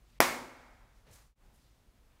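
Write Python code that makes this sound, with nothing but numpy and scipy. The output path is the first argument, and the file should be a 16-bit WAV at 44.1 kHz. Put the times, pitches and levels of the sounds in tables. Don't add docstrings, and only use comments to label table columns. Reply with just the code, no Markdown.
import sys
import numpy as np
from scipy import signal
from scipy.fft import rfft, irfft, next_fast_len
from scipy.io import wavfile
from scipy.ndimage import uniform_filter1d, map_coordinates

SR = 44100
rng = np.random.default_rng(int(sys.argv[2]) if len(sys.argv) > 2 else 0)


def wav_record(signal):
    frames = np.transpose(np.atleast_2d(signal))
    bounded = np.clip(frames, -1, 1)
    quanta = np.round(bounded * 32767).astype(np.int16)
    wavfile.write(sys.argv[1], SR, quanta)


def rack_gain(trim_db):
    fader = np.asarray(trim_db, float)
    return 10 ** (fader / 20)


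N = 97020
T = np.arange(N) / SR
POP_S, EDIT_S = 0.20378, 1.35


def unit(x):
    return x / np.sqrt(np.mean(x ** 2) + 1e-20)


def along(points, hz):
    f, v = np.transpose(points)
    return np.interp(np.log(hz + 1), np.log(f + 1), v)


def wobble(rate):
    knots = rng.standard_normal(int(N * rate / SR) + 4)
    return map_coordinates(knots, [np.arange(N) * rate / SR])


def filtered(x, response):
    m = next_fast_len(N + SR // 2)
    return irfft(rfft(x, m) * response(np.fft.rfftfreq(m, 1 / SR)), m)[..., :N]


def resonance(centre_hz, width_hz):
    return lambda f: 1j * f * width_hz / (centre_hz ** 2 - f * f + 1j * f * width_hz)


def noise(response):
    return unit(filtered(rng.standard_normal(N), response))


# frequency in Hz, level in dB per Hz.
RUMBLE_COLOUR = [(15, -28), (25, -3), (52, -0.5), (75, -14.5), (124, -13), (200, -24.5), (260, -56),
                 (440, -120)]
# frequency in Hz, level in dB per Hz.
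HISS_COLOUR = [(120, -35), (200, -3), (440, -10.5), (482, -9.5), (1420, -15.5), (1680, -17), (16000, -29)]
RUMBLE_DB, FIRST_SHOT_DB = -64, 0.5
HISS_DB, HISS_WAVER_DB, HISS_WAVER_RATE = -72.5, 0.6, 6


def background():
    rumble = unit(noise(lambda f: rack_gain(along(RUMBLE_COLOUR, f))) * rack_gain(0.6 * wobble(25)))
    rumble_level = rack_gain(RUMBLE_DB + FIRST_SHOT_DB * (T < EDIT_S))
    hiss_level = rack_gain(HISS_DB + HISS_WAVER_DB * wobble(HISS_WAVER_RATE))
    hiss = noise(lambda f: rack_gain(along(HISS_COLOUR, f)))
    return rumble_level * rumble + hiss_level * hiss


# peak in seconds, rise
# in seconds, fall in seconds, level in dB, brightest frequency in Hz.
SLEEVE_RUBS = [(0.029, 0.046, 0.047, -82.5, 980), (.11, 0.059, 0.042, -75, 3500),
               (.175, 0.051, 0.034, -73, 2500), (0.971, .03, 0.046, -78, 5000),
               (1.085, 0.035, 0.058, -68, 549.4), (1.09, 0.018, .04, -60.5, 55),
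               (1.075, 0.011, 0.052, -70, 2430), (1.14, .03, .045, -61.5, 7060),
               (1.165, 0.023, 0.051, -68.5, 1282), (1.24, 0.027, 0.041, -73, 6060),
               (1.46, 0.017, 0.034, -71.5, 196), (1.47, 0.12, 0.038, -75, 640.3),
               (1.55, 0.016, 0.034, -73.5, 9000), (1.62, 0.054, 0.11, -75, 4000),
               (1.96, 0.018, 0.036, -83, 2197), (2.14, 0.077, .08, -78.5, 2100)]
CLOTH_BROAD_DB, CLOTH_BROAD_SHARE = 0.5, 0.48
CLOTH_Q, CLOTH_GRAIN_DB = 1.1, 1


def sleeve():
    out = np.zeros(N)
    for peak_s, rise_s, fall_s, db, hz in SLEEVE_RUBS:
        hump = resonance(hz, hz / CLOTH_Q)

        def colour(f):
            lowpass = (f > 30) / (1 + f / (CLOTH_BROAD_SHARE * hz + 1))
            broad = rack_gain(CLOTH_BROAD_DB) * lowpass * f / (f + 150)
            return np.abs(hump(f)) ** 1.5 + broad

        rub = noise(colour) * rack_gain(CLOTH_GRAIN_DB * wobble(150))
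        t = T - peak_s
        swell = np.where(t < 0, np.exp(-(t / rise_s) ** 2), 1 / np.cosh(t / fall_s))
        out += rack_gain(db) * rub * swell
    return out


DUCK_START_S, DUCK_END_S, DUCK_HZ, DUCK_DB = 0.1885, 0.1995, 500, -40


def dropout(quiet):
    duck = (T > DUCK_START_S) & (T < DUCK_END_S)
    treble = filtered(quiet, lambda f: 1 / (1 + (DUCK_HZ / (f + 1)) ** 4))
    return quiet - (1 - rack_gain(DUCK_DB)) * uniform_filter1d(duck * 1., size=40) * treble


def dying(t, t60):
    return (t >= 0) * rack_gain(-60 * np.abs(t) / t60)


# frequency in Hz, level in dB, t60 in seconds.
POCKET_RINGS = [
    (1550, -7.5, .0045),
    (4900, -18, .006),
]
LEAD_DB, LEAD_S = -32, 0.0014
PULL_DB, PULL_S = -2.4, 0.0001
FILL_START_S, FILL_S, FILL_DB = 0.00027, 0.00055, -2.8
FLUTTER_HZ, FLUTTER_WIDTH_HZ, FLUTTER_DB, FLUTTER_T60_S = 11400, 2000, -16.5, 0.0041
TEAR_DB, TEAR_T60_S = -21, 0.025


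def popper():
    t = T - POP_S
    lead = rack_gain(LEAD_DB) * (t < 0) * np.exp(-np.abs(t) / LEAD_S)
    pull = -rack_gain(PULL_DB) * np.exp(-0.5 * (t / PULL_S) ** 2)
    filled = (t - FILL_START_S) / FILL_S
    cutoff = np.clip((1 - filled) * FILL_S * SR / 2 + 1, 0, 1)
    inrush = rack_gain(FILL_DB) * np.clip(filled, 0, 1) * cutoff
    stop = t - FILL_START_S - FILL_S
    ring = -sum(rack_gain(db) * dying(stop, t60) * np.cos(2 * np.pi * hz * stop) for hz, db, t60 in POCKET_RINGS)
    swell = np.clip(filled + 0.5, 0, 1)
    after = np.maximum(stop, 0)
    flutter = rack_gain(FLUTTER_DB) * noise(resonance(FLUTTER_HZ, FLUTTER_WIDTH_HZ))
    flutter = flutter * rack_gain(-60 * after / FLUTTER_T60_S)
    tear = rack_gain(TEAR_DB) * rng.standard_normal(N) * rack_gain(-60 * after / TEAR_T60_S)
    return lead + pull + inrush + ring + swell * (flutter + tear)


ROOM_RISE_S = 0.0027


def tail(t60_of, colour):
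    hz, t, z = signal.stft(rng.standard_normal(N), SR, nperseg=512)
    decay = rack_gain(-60 * t / t60_of(hz)[:, None])
    r = signal.istft(z * colour(hz)[:, None] * decay, SR, nperseg=512)[1][:N]
    r = r * (1 - np.exp(-T / ROOM_RISE_S))
    return r / np.linalg.norm(r)


# delay in seconds, level in dB.
WALL_ECHOES = [
    (.0055, -12),
    (.0085, -15),
    (0.0114, -15.5),
    (.0172, -17),
    (.0213, -15),
]
WALL_HZ = 3500
# frequency in Hz, t60 in seconds.
ROOM_T60 = [(60, 0.98), (260, 1), (700, .62), (1840, 0.44), (4850, .5), (12800, 0.44)]
# frequency in Hz, level in dB.
WASH_COLOUR = [(50, -29.5), (140, -18.5), (300, -9.5), (1000, -0.5), (2350, -1), (2750, -9), (7000, -12.5),
               (15000, -19.5)]
# frequency in Hz, level in dB.
BEYOND_COLOUR = [(60, -22.5), (300, -9), (800, 2.5), (2350, -4), (2650, -12), (7000, -20.5), (12000, -30.5)]
# frequency in Hz, level in dB, t60 in seconds.
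STANDING_WAVES = [(114.5, -54.5, 1.3), (169.2, -44.5, .5), (244.2, -42, .9), (262.6, -46, 1),
                  (359, -40, 0.6), (503, -39.5, 0.59), (551.5, -42.5, 0.81), (927, -38.5, 0.51),
                  (1002, -39.5, .6), (1099, -39.5, .5), (1906, -44.5, .5), (2170, -42.5, 0.88)]
WASH_DB, BEYOND_DB, BEYOND_T60_S, STANDING_WAVER_DB = -3, -15, 1.4, 2.5


def wall_response(f):
    echoes = sum(rack_gain(db) * np.exp(-2j * np.pi * f * s) for s, db in WALL_ECHOES)
    return -echoes / (1 + 1j * f / WALL_HZ)


def room(x):
    walls = filtered(x, wall_response)
    wash = rack_gain(WASH_DB) * tail(lambda f: along(ROOM_T60, f), lambda f: rack_gain(along(WASH_COLOUR, f)))
    beyond = tail(lambda f: BEYOND_T60_S + 0 * f, lambda f: rack_gain(along(BEYOND_COLOUR, f)))
    standing = np.zeros(N)
    for hz, db, t60 in STANDING_WAVES:
        level = rack_gain(db + STANDING_WAVER_DB * wobble(14) - 60 * T / t60)
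        standing += level * np.sin(2 * np.pi * hz * T)
    answer = np.linalg.norm(x) * (wash + rack_gain(BEYOND_DB) * beyond) + standing
    return walls + np.pad(answer, (round(POP_S * SR), 0))[:N]


def scene():
    quiet = dropout(background() + sleeve())
    pop = popper()
    mono = quiet + pop + room(pop)
    return np.array([mono, mono])


FADE_OUT_S, FADE_IN_S, FADE_SHAPE = 0.14, 0.1, 1.03
TOP_HZ, TOP_EDGE_HZ = 15750, 500


def top_response(f):
    return np.sin(np.pi / 2 * np.clip((TOP_HZ - f) / TOP_EDGE_HZ + 0.5, 0, 1)) ** 2


def roll_off(x):
    return signal.sosfilt(signal.butter(12, 16710, fs=SR, output="sos"), x)


def record(dry):
    ramp = np.where(T < EDIT_S, (EDIT_S - T) / FADE_OUT_S, (T - EDIT_S) / FADE_IN_S)
    fade = np.sin(np.pi / 2 * np.clip(ramp, 0, 1)) ** FADE_SHAPE
    mix = filtered(dry * fade, top_response)
    return roll_off(mix)


dry = scene()
out = record(dry)
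wav_record(out)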